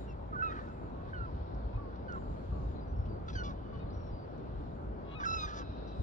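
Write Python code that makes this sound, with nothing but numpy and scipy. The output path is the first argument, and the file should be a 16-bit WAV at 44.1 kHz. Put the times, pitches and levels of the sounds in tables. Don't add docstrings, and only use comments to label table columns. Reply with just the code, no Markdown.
import sys
import numpy as np
from scipy import signal
from scipy.fft import rfft, irfft, next_fast_len
from scipy.io import wavfile
from scipy.ndimage import uniform_filter1d, map_coordinates

SR = 44100
rng = np.random.default_rng(int(sys.argv[2]) if len(sys.argv) > 2 else 0)


def store_pcm(level_fs):
    pcm = np.round(np.clip(level_fs, -1, 1) * 32767).astype(np.int16)
    wavfile.write(sys.argv[1], SR, np.atleast_2d(pcm).T)


N = 265658


def gain_of(db):
    return 10 ** (np.asarray(db) / 20)


def evened(x):
    return x / np.sqrt(np.mean(x ** 2) + 1e-20)


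def smoothed(x, size):
    return uniform_filter1d(uniform_filter1d(x, size=size), size=size)


def read(points, hz):
    f, value = np.transpose(points)
    return np.interp(np.log(hz + 1), np.log(f + 1), value)


def shape(x, colour):
    size = next_fast_len(N + 4096)
    hz = np.fft.rfftfreq(size, 1 / SR)
    return irfft(rfft(x, size) * gain_of(read(colour, hz)), size)[..., :N]


def resonate(x, hz, width):
    b, a = signal.iirpeak(hz, hz / width, SR)
    return signal.lfilter(b, a, signal.lfilter(b, a, x))


def play(sounds):
    mix = np.zeros((2, N))
    for s, sound in sounds:
        part = mix[:, round(s * SR):][:, :sound.shape[-1]]
        part += sound[..., :part.shape[-1]]
    return mix


def wash(colour, level, patchy_db, alike):
    # (f/Hz, likeness 0-1)
    likeness = [(60, .94), (250, .84), (800, .83), (1500, .67), (2000, .45), (4000, .5), (6000, .2),
                (9000, .6)]
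    frames, hz = N // 256 + 5, np.fft.rfftfreq(1024, 1 / SR)
    a, b, c, d, patches = rng.standard_normal((frames, 513, 5)).T
    patches = uniform_filter1d(uniform_filter1d(patches, size=14, axis=0), size=14, axis=1)
    patches = evened(patches)
    same = np.clip(alike * read(likeness, hz), -1, 1)[:, None]
    left, other = a + 1j * b, c + 1j * d
    spectrum = np.array([left, same * left + np.sqrt(1 - same ** 2) * other])
    spectrum *= gain_of(read(colour, hz)[:, None] + patchy_db * patches)
    noise = evened(signal.istft(spectrum, nperseg=1024, noverlap=768)[1][:, :N])
    s, db = np.transpose(level)
    return gain_of(np.interp(np.arange(N) / SR, s, db)) * noise


def town_rumble():
    # (f/Hz, relative level per Hz/dB)
    colour = [(60, -49), (120, 2), (250, -2), (600, -5.5), (1000, -11.5), (1550, -21), (1800, -29),
              (3000, -39), (4600, -47), (6200, -57), (8500, -66), (12000, -65.5), (13000, -79),
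              (17000, -83.5)]
    return wash(colour, [(0, -45), (6, -45)], patchy_db=1.0, alike=0.85)


def wind(steadied=0.6, alike=0.96):
    # (f/Hz, relative level per Hz/dB)
    colour = [(12, -46.5), (25, -31), (33, -10.5), (42, -1.5), (55, 4.5), (70, 0), (95, -1), (125, -10.5),
              (170, -18), (260, -43), (400, -92.5)]
    # (t/s, level/dB)
    calm = [(0, -43), (.5, -46.5), (.87, -47), (1.2, -43.5), (1.6, -46.5), (2.0, -43.5), (2.4, -45),
            (2.6, -37), (2.8, -44.5), (3.08, -36), (3.25, -44.5), (3.45, -39), (3.7, -48), (3.95, -41),
            (4.2, -49.5), (4.6, -43), (4.8, -47.5), (5.3, -46.5), (6.02, -46)]
    # (peak t/s, level/dB, length/s)
    buffets = [(0.229, -47, 0.048), (1.217, -34.5, 0.045), (1.35, -38.5, 0.057), (1.417, -36, 0.032),
               (1.571, -38.5, 0.088), (1.661, -34.5, 0.048), (1.764, -31.5, 0.043), (2.308, -37.5, 0.082),
               (2.521, -33.5, 0.052), (2.676, -35.5, 0.072), (2.936, -35.5, 0.045), (2.994, -30, 0.039),
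               (3.359, -32, 0.035), (3.776, -37, 0.035), (3.851, -34, 0.018), (3.978, -35.5, 0.023),
               (4.133, -33, 0.039), (4.57, -39, 0.091), (4.889, -39.5, 0.088), (5.366, -38, 0.022),
               (5.457, -39.5, 0.035), (5.697, -38, 0.017), (5.795, -43, 0.019), (6.002, -30.5, 0.033)]
    left, other = shape(rng.standard_normal((2, N)), colour)
    x = evened(np.array([left, alike * left + np.sqrt(1 - alike ** 2) * other]))
    throb = np.sqrt(uniform_filter1d((x ** 2).mean(0), size=1500) + 1e-3)
    t = np.arange(N) / SR
    thumps = sum(gain_of(db) * np.exp(-(2 * (t - s) / length) ** 2) for s, db, length in buffets)
    level = np.hypot(gain_of(np.interp(t, *np.transpose(calm))), thumps)
    return evened(x / throb ** steadied) * level


def left_hiss():
    # (f/Hz, relative level per Hz/dB)
    colour = [(1500, -20.5), (2600, -3.5), (4000, -0.5), (5000, -7), (5900, -20), (8000, -71)]
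    # (t/s, level/dB)
    level = [(0.0, -78), (0.32, -83), (0.6, -74), (0.8, -84), (1.02, -79), (1.41, -74), (1.83, -78.5),
             (2.7, -76), (2.8, -79.5), (3.2, -83.5), (3.97, -80), (4.48, -78.5), (4.64, -79), (4.9, -85.5),
             (5.15, -77.5), (5.3, -84), (5.47, -74), (5.65, -74.5), (6.02, -74.5)]
    return wash(colour, level, patchy_db=2.2, alike=0.92) * gain_of([[5], [-4]])


def thin_treble():
    # (f/Hz, relative level per Hz/dB)
    colour = [(4500, -31), (5800, -10.5), (6800, 4), (8000, -4.5), (8600, -14), (11500, -10.5),
              (12500, -39)]
    # (t/s, level/dB)
    level = [(0.0, -74), (.12, -91), (0.35, -93), (0.45, -83), (.75, -87.5), (1.3, -94), (2.05, -101),
             (2.14, -86.5), (2.72, -84.5), (2.8, -101), (3.3, -93.5), (3.97, -103), (4.4, -97),
             (4.76, -89.5), (5.1, -101), (5.8, -100), (6.02, -81)]
    return wash(colour, level, patchy_db=3.5, alike=0.59)


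def note(hz, db, lag, lean_db, rough, halves, fade_s=0.005, airflow_db=0):
    n = len(hz)
    drift, jitter, shake = (evened(smoothed(rng.standard_normal(n), size)) for size in (250, 60, 40))
    air = evened(resonate(rng.standard_normal(n), 7400, 2400)) * gain_of(db[-1] + airflow_db)
    turns = np.cumsum(hz * (1 + .003 * drift)) / SR + .09 * rough * np.tanh(jitter)
    side = np.array([[-.5], [.5]])
    flicker = evened(smoothed(rng.standard_normal((6, n)), 300))
    db = np.array(db) + 2.2 * flicker[:len(db)]
    partials = [gain_of(d) * np.sin(2 * np.pi * (k + 1) * turns + side * lag) for k, d in enumerate(db)]
    tone = partials[0] + sum(partials[1:]) * (1 + 2 * halves * np.cos(np.pi * turns))
    tone = np.sqrt(2) * tone * (1 + .9 * rough * np.tanh(shake)) + air
    tone = tone * gain_of(-side * lean_db)
    return tone * signal.windows.tukey(n, min(1, 2 * fade_s * SR / n))


def cry(start, hold, slide, held_hz, end_hz, db1, db2, db3, db4, first_change_db, upper_change_db, side, voice):
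    voices = {"clear": (.11, 0, .05), "split": (.16, .03, .18), "husky": (.25, .08, .05),
              "rough": (.5, .17, .1), "doubled": (.42, .38, .05), "broken": (.45, .7, .1),
              "hoarse": (.7, .5, .2)}
    sides = {"ahead": (0, 0), "left": (2.5, 4), "right": (-2.6, -2)}
    # (middle t/s, partial, change/dB, length/s)
    shifts = [(0.071, "fourth", -10.5, .03), (.14, "fourth", -13.5, .04), (0.41, "third", -11.5, 0.052),
              (.47, "third", -2.5, .02), (.49, "fourth", -14, .06), (.46, "fifth", -13, .2),
              (1.14, "third", -15.5, 0.034), (1.185, "third", 7, .04), (1.13, "second", -11.5, 0.018),
              (1.2, "second", -7.5, 0.043), (1.17, "fourth", -9, .15), (2.1, "fourth", -9, .1),
              (2.14, "third", -14, 0.054), (2.118, "second", -7.5, .015), (.5, "second", -3, .04),
              (3.29, "sixth", -12, .1), (3.4, "sixth", -14, .3), (3.39, "fifth", -12, 0.12),
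              (5.22, "fifth", 5.5, .05), (3.355, "third", -3, 0.014), (3.297, "first", -11, 0.0051),
              (3.295, "second", -13.5, .008), (3.295, "third", -11, .008), (3.355, "second", -7, 0.045),
              (3.385, "second", 3.5, 0.016), (3.375, "third", -5, 0.017), (3.425, "third", -14, 0.031),
              (3.43, "second", -7, .03), (3.35, "fourth", -13, 0.023), (3.435, "fourth", -2, 0.025),
              (3.51, "third", -13, 0.044), (3.46, "fourth", -3.5, 0.088), (5.258, "third", -29, 0.02),
              (5.32, "third", 5.5, 0.095), (5.364, "third", -10.5, 0.016), (5.388, "third", -4, 0.0092),
              (5.405, "third", 7, 0.053), (5.365, "second", 6, 0.091), (5.4, "first", -4.5, .04),
              (5.35, "fourth", 3.5, .05), (5.29, "fifth", -1, 0.022), (5.34, "fifth", 2.5, 0.081),
              (5.383, "fifth", -8.5, .03), (5.43, "fifth", 2, .07), (5.58, "third", 4, .06),
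              (5.06, "second", -8, .06), (5.06, "third", -8, .06), (5.06, "first", -3, 0.043),
              (5.33, "sixth", -9, 0.059)]
    partial_names = ("first", "second", "third", "fourth", "fifth", "sixth")
    t = np.arange(0, hold + slide, 1 / SR)
    slid = np.clip((t - hold) / slide, 0, 1) ** .65
    settling = 1 + .011 * np.exp(-t / .018)
    hz = held_hz * settling + (end_hz - held_hz) * slid
    upper = (db2, db3, db4, db4 - 7.5, db4 - 9.5)
    db = [db1 + first_change_db * t / t[-1]] + [d + upper_change_db * t / t[-1] for d in upper]
    for s, partial, change_db, length in shifts:
        if start - length < s < start + t[-1] + length:
            k = partial_names.index(partial)
            db[k] = db[k] + change_db * np.exp(-(2 * (start + t - s) / length) ** 2)
    taper = np.minimum((t[-1] - t) / .015, 1)
    rough, halves, flutter = voices[voice]
    flutter_hz = 325
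    taper = taper * (1 + 2 * flutter * np.sqrt(slid) * np.cos(2 * np.pi * flutter_hz * t))
    hz = uniform_filter1d(hz, size=350, mode="nearest")
    return start, taper * note(hz, db, *sides[side], rough, halves)


def gull_cries():
    # (start t/s, hold/s, slide/s, held f/Hz, end f/Hz,
    # basic level/dB of partials 1, 2, 3, 4, change/dB by the end of partial 1, of the upper ones, side, voice)
    rows = [ (.005, 0.022, 0.052, 1280, 1210, -78, -97, -69, -100, -4, -8, "ahead", "husky"),
            (0.076, 0.0034, 0.062, 1410, 1307, -76.5, -66.5, -92.5, -77.5, 1, 0.5, "ahead", "clear"),
            (.322, 0.012, 0.038, 1262, 1115, -43, -88.5, -99.5, -100, 4, -6.5, "ahead", "husky"),
            (0.355, 0.055, 0.026, 1472, 1525, -44.5, -86.5, -99, -105, 12, 15, "ahead", "clear"),
            (.42, 0.046, .056, 1309, 1216, -31, -56, -61, -76.5, -14.5, -0.5, "ahead", "split"),
            (0.499, 0.027, 0.034, 1900, 1736, -63, -81, -90, -100, -6, -8, "left", "hoarse"),
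            (.51, 0.044, 0.06, 1290, 1158, -45.5, -68, -75.5, -93.5, -2, -6.5, "ahead", "hoarse"),
            (0.551, 0.017, 0.02, 1587, 1550, -51, -85.5, -100, -101, -4, -2, "ahead", "husky"),
            (0.951, .1, 0.058, 1095, 1150, -61, -95.5, -93.5, -100, -5, -1, "right", "husky"),
            (1.13, 0.0023, 0.14, 1559, 1306, -48, -62.5, -73.5, -88, 2.5, -15, "ahead", "husky"),
            (1.253, 0.0015, 0.055, 1123, 933, -50, -88, -87, -87, -1, -5.5, "ahead", "husky"),
            (1.727, 0.035, 0.023, 1260, 1260, -77.5, -73.5, -87.5, -100, -2.5, 5.5, "left", "clear"),
            (1.72, .002, 0.052, 902, 1075, -56.5, -92.5, -95, -94, -2.5, -0.5, "right", "husky"),
            (1.775, .045, 0.094, 1140, 1052, -55, -84, -86, -100, -7, -7.5, "right", "husky"),
            (2.079, 0.00094, 0.088, 1550, 1334, -49, -69.5, -70, -80, 5.5, -7.5, "ahead", "husky"),
            (2.155, 0.02, 0.019, 1089, 1013, -46.5, -89, -93, -86, 1, 2, "ahead", "rough"),
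            (2.52, 0.085, 0.087, 1133, 1040, -60, -99.5, -88.5, -85.5, -5.5, -8, "right", "clear"),
            (3.28, .015, 0.024, 1328, 1300, -44, -64, -58.5, -74, -6.5, -9.5, "ahead", "broken"),
            (3.326, 0.01, 0.033, 1630, 1670, -62, -68.5, -72, -86, 1, 10, "ahead", "broken"),
            (3.35, 0.0032, .086, 1579, 1414, -42.5, -53, -53.5, -61, -4, -8.5, "ahead", "husky"),
            (3.43, 0.055, .045, 1148, 1077, -48, -62, -55.5, -61.5, 1, -14, "ahead", "doubled"),
            (3.724, 0.017, 0.032, 1140, 1103, -60, -72.5, -82.5, -98, 1.5, 1, "left", "rough"),
            (3.73, .05, 0.037, 1485, 1450, -68, -72.5, -79, -100, 1, 2, "ahead", "rough"),
            (3.797, 0.01, 0.04, 1250, 1237, -65, -68.5, -74, -100, -7.5, 1, "left", "husky"),
            (3.83, .03, .065, 1110, 1264, -66, -83.5, -87, -100, -1.5, -1, "right", "rough"),
            (5.049, 0.077, 0.032, 1112, 1147, -62.5, -74.5, -74.5, -104, 9.5, 12, "left", "broken"),
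            (5.149, 0.04, 0.033, 1262, 1200, -58, -55, -63.5, -87, -4, -2.5, "left", "clear"),
            (5.197, 0.02, 0.025, 1154, 1154, -41.5, -68.5, -65.5, -71, -2, 2, "ahead", "doubled"),
            (5.231, 0.013, 0.021, 1572, 1590, -32.5, -66, -76, -75, -4.5, -2, "ahead", "husky"),
            (5.251, .11, .112, 1326, 1207, -33, -52.5, -50, -54, -10.5, -4, "ahead", "split"),
            (5.46, .14, .04, 1689, 1464, -57.5, -72.5, -79, -92, -2, 1, "ahead", "rough"),
            (5.469, 0.1, 0.07, 1214, 1114, -49, -68.5, -66.5, -68, 1, -11.5, "ahead", "hoarse"), ]
    return play(cry(*row) for row in rows)


def facades(x, gap_s):
    # (f/Hz, time to fall by 60 dB/s)
    dying = [(1000, 1.5), (2600, 0.53), (4000, 16), (5300, 2), (6500, 1.1)]
    taps = np.zeros((2, SR))
    at = np.arange(0, SR - 20, 20) + rng.integers(0, 20, (2, SR // 20 - 1))
    np.put_along_axis(taps, at, rng.choice([-1., 1.], at.shape), 1)
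    hz, t, spectrum = signal.stft(taps, SR, nperseg=256)
    fall = gain_of(-60 * t / read(dying, hz)[:, None])
    tail = signal.istft(spectrum * fall, SR, nperseg=256)[1]
    tail = np.pad(tail / np.linalg.norm(tail[0]), ((0, 0), (round(gap_s * SR), 0)))
    return signal.fftconvolve(x[None], tail, axes=1)[:, :N]


def near_quay(x):
    return gain_of(-24) * facades(x, gap_s=0.016)


def slaps(x):
    # (delay/s, level/dB, left minus right/dB), on top of the walls' own tone colour
    walls = [(.205, -22.5, 2.5), (.275, -17.5, 0), (.43, -24.5, -2), (.585, -22, -0.5)]
    return play((delay, x * gain_of([[db + lean_db / 2], [db - lean_db / 2]])) for delay, db, lean_db in walls)


def wavered(x):
    waver_s = .00009
    at = np.arange(N) + waver_s * SR * evened(smoothed(rng.standard_normal(N), 700))
    return np.array([map_coordinates(channel, [at], order=3, mode="nearest") for channel in x])


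def far_walls(x):
    # (f/Hz, level/dB)
    colour = [(1000, -12.5), (1500, -7.5), (2600, -3.5), (4000, -5.5), (5300, -18), (6500, -34)]
    returned = shape(x, colour)
    return wavered(gain_of(-18.0) * facades(returned, gap_s=.27) + slaps(returned))


def rasp(peak, rise, fall, pulse_hz, *levels_db):
    # (f/Hz, width of one pass/Hz, relative level/dB)
    throat = [(1080, 200, -6.5), (1550, 300, 15)]
    # (f/Hz, width of one pass/Hz, relative level/dB)
    beak = [(2620, 1900, 3), (3520, 540, 7), (4260, 1100, -21.5)]
    # (f/Hz, width of one pass/Hz, relative level/dB)
    thin = [(5080, 1500, 7), (6200, 1200, -1), (6730, 980, -0.5)]
    t = np.arange(-rise, fall, 1 / SR)
    air, puffs, stumble = rng.standard_normal((3, len(t)))
    turns = pulse_hz * t + .05 * evened(smoothed(stumble, 120))
    pulses = evened(np.cos(2 * np.pi * np.arange(1, 13)[:, None] * turns).sum(0))
    pulse_share = .42
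    air = np.sqrt(pulse_share) * pulses + np.sqrt(1 - pulse_share) * air
    air *= gain_of(2.5 * evened(uniform_filter1d(puffs, size=200)))
    sound = 0
    for level_db, tube in zip(levels_db, (throat, beak, thin)):
        ringing = sum(gain_of(db) * resonate(air, f, width) for f, width, db in tube)
        sound = sound + gain_of(level_db) * evened(ringing)
    swell = gain_of(-17 * np.maximum(-t / rise, t / fall))
    return peak - rise, sound * swell * signal.windows.tukey(len(t), .4)


def gull_rasps():
    # (peak t/s, rise/s, fall/s, pulse f/Hz,
    # throat level/dB, beak level/dB, thin hiss level/dB, all before the swell)
    rows = [(0.348, 0.063, 0.022, 595, -57, -80, -94), (0.518, 0.047, 0.064, 626, -50, -83, -73),
            (.585, 0.055, .1, 590, -50, -68, -80), (1.096, 0.054, 0.039, 560, -57.5, -68.5, -85),
            (3.287, 0.009, 0.022, 681, -61, -54, -61), (3.301, .01, 0.036, 657, -66, -59, -63),
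            (3.355, 0.11, 0.017, 828, -77.5, -62, -67.5), (3.449, .03, 0.068, 576, -77.5, -62, -59.5),
            (3.505, 0.037, 0.05, 554, -57, -63, -71.5), (3.785, 0.074, 0.044, 721, -73.5, -71, -85.5),
            (5.118, 0.055, 0.041, 570, -74.5, -67.5, -86), (5.207, 0.033, 0.059, 580, -48, -66, -67),
            (5.255, 0.038, 0.01, 793, -57, -54, -56), (5.47, 0.019, 0.08, 603, -50.5, -58, -61),
            (5.583, .065, 0.055, 592, -56, -57, -54)]
    return play(rasp(*row) for row in rows)


def tick(s, db, hz, width, decay):
    t = np.arange(2500) / SR
    crackle = rng.standard_normal(2500) * np.minimum(t / .002, 1) + 4 * (t == 0)
    return s, gain_of(db) * evened(resonate(crackle, hz, width)) * np.exp(-t / decay)


def small_ticks():
    # (start t/s, level before the decay/dB, centre f/Hz, width of one pass/Hz, decay/s)
    rows = [(0.686, -72, 6000, 1500, 0.0058), (.898, -74, 6340, 2500, .004),
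            (1.547, -67.5, 5200, 2260, 0.0035), (1.958, -64, 3570, 1980, 0.0076),
            (2.124, -50.5, 4600, 4000, 0.0008), (3.052, -67, 3000, 1990, 0.027),
            (4.032, -73.5, 6780, 3000, 0.006), (4.062, -78, 7000, 2500, 0.0088),
            (4.088, -80, 6200, 2000, .005), (4.379, -70, 6940, 3500, 0.0037),
            (5.873, -69.5, 5030, 2060, 0.035)]
    return play(tick(*row) for row in rows)


def whistle(start, length, first_hz, last_hz, db, change_db):
    u = np.arange(0, length, 1 / SR) / length
    hz = first_hz + (last_hz - first_hz) * u ** 1.6
    tone = note(hz, [db + change_db * u], lag=0.22, lean_db=4.0, rough=0.15, halves=0,
                fade_s=0.008, airflow_db=-34.0)
    return start, tone


def small_songbird():
    # (start t/s, length/s, first f/Hz, last f/Hz, basic level/dB, change by the end/dB)
    rows = [(2.753, 0.056, 4060, 3980, -71, -3), (2.796, 0.052, 4770, 4900, -77, -0.5),
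            (2.87, 0.063, 5780, 5930, -90, 3), (2.959, 0.12, 5450, 5290, -81, -3.5),
            (3.078, 0.13, 4720, 4430, -74, -6.5), (3.864, .02, 4170, 4140, -76.5, 3.5),
            (3.892, 0.022, 4190, 4160, -72.5, 1.5), (3.9, 0.038, 4890, 4920, -76.5, 0),
            (3.927, 0.2, 5630, 5380, -78, -1), (3.938, .022, 4150, 4180, -74, 1),
            (4.11, 0.15, 4820, 4570, -75.5, -1)]
    return play(whistle(*row) for row in rows)


def scene():
    # (f/Hz, level/dB)
    muffle = [(5000, 0), (6500, 0), (7000, -9), (8000, -17), (8500, -42), (12000, -60)]
    background = town_rumble() + wind() + left_hiss() + thin_treble()
    gulls = shape(gull_cries() + gull_rasps(), muffle)
    ticks = shape(small_ticks(), muffle)
    songbird = small_songbird()
    echoes = near_quay(gulls[1] + songbird[1]) + far_walls(gulls[1])
    return background + gulls + ticks + songbird + echoes


def record(dry):
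    # (f/Hz, lead/radians)
    lead = [(0, 0), (170, .35), (520, 2.1), (1290, 3.0), (1640, 3.7), (2150, 5.2), (2700, 6.3), (3700, 8.4),
            (4000, 10.0), (5000, 11.5), (6000, 12.9), (6500, 14.7), (7500, 17.2), (11000, 19.0)]
    # (f/Hz, left minus right/dB)
    lean = [(170, 0), (500, 3.5), (900, 3), (1400, -6), (1650, -4), (1850, 6), (2700, 1.5), (4000, 3.5),
            (4700, 1), (5400, 3), (5850, 9), (6400, 2), (7500, -2), (9000, 0)]
    pad = 2048
    wide = np.pad(dry, ((0, 0), (pad, pad)), "reflect", reflect_type="odd")
    size = next_fast_len(wide.shape[1])
    hz = np.fft.rfftfreq(size, 1 / SR)
    half = gain_of(read(lean, hz) / 2) * np.exp(.5j * np.interp(hz, *np.transpose(lead)))
    heard = irfft(rfft(wide, size) * np.array([half, 1 / half]), size)
    low_pass = signal.firwin(511, 20000, window=("kaiser", 9), fs=SR)
    heard = signal.oaconvolve(heard, low_pass[None], "same")
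    return heard[:, pad:pad + N]


dry = scene()
out = record(dry)
store_pcm(out)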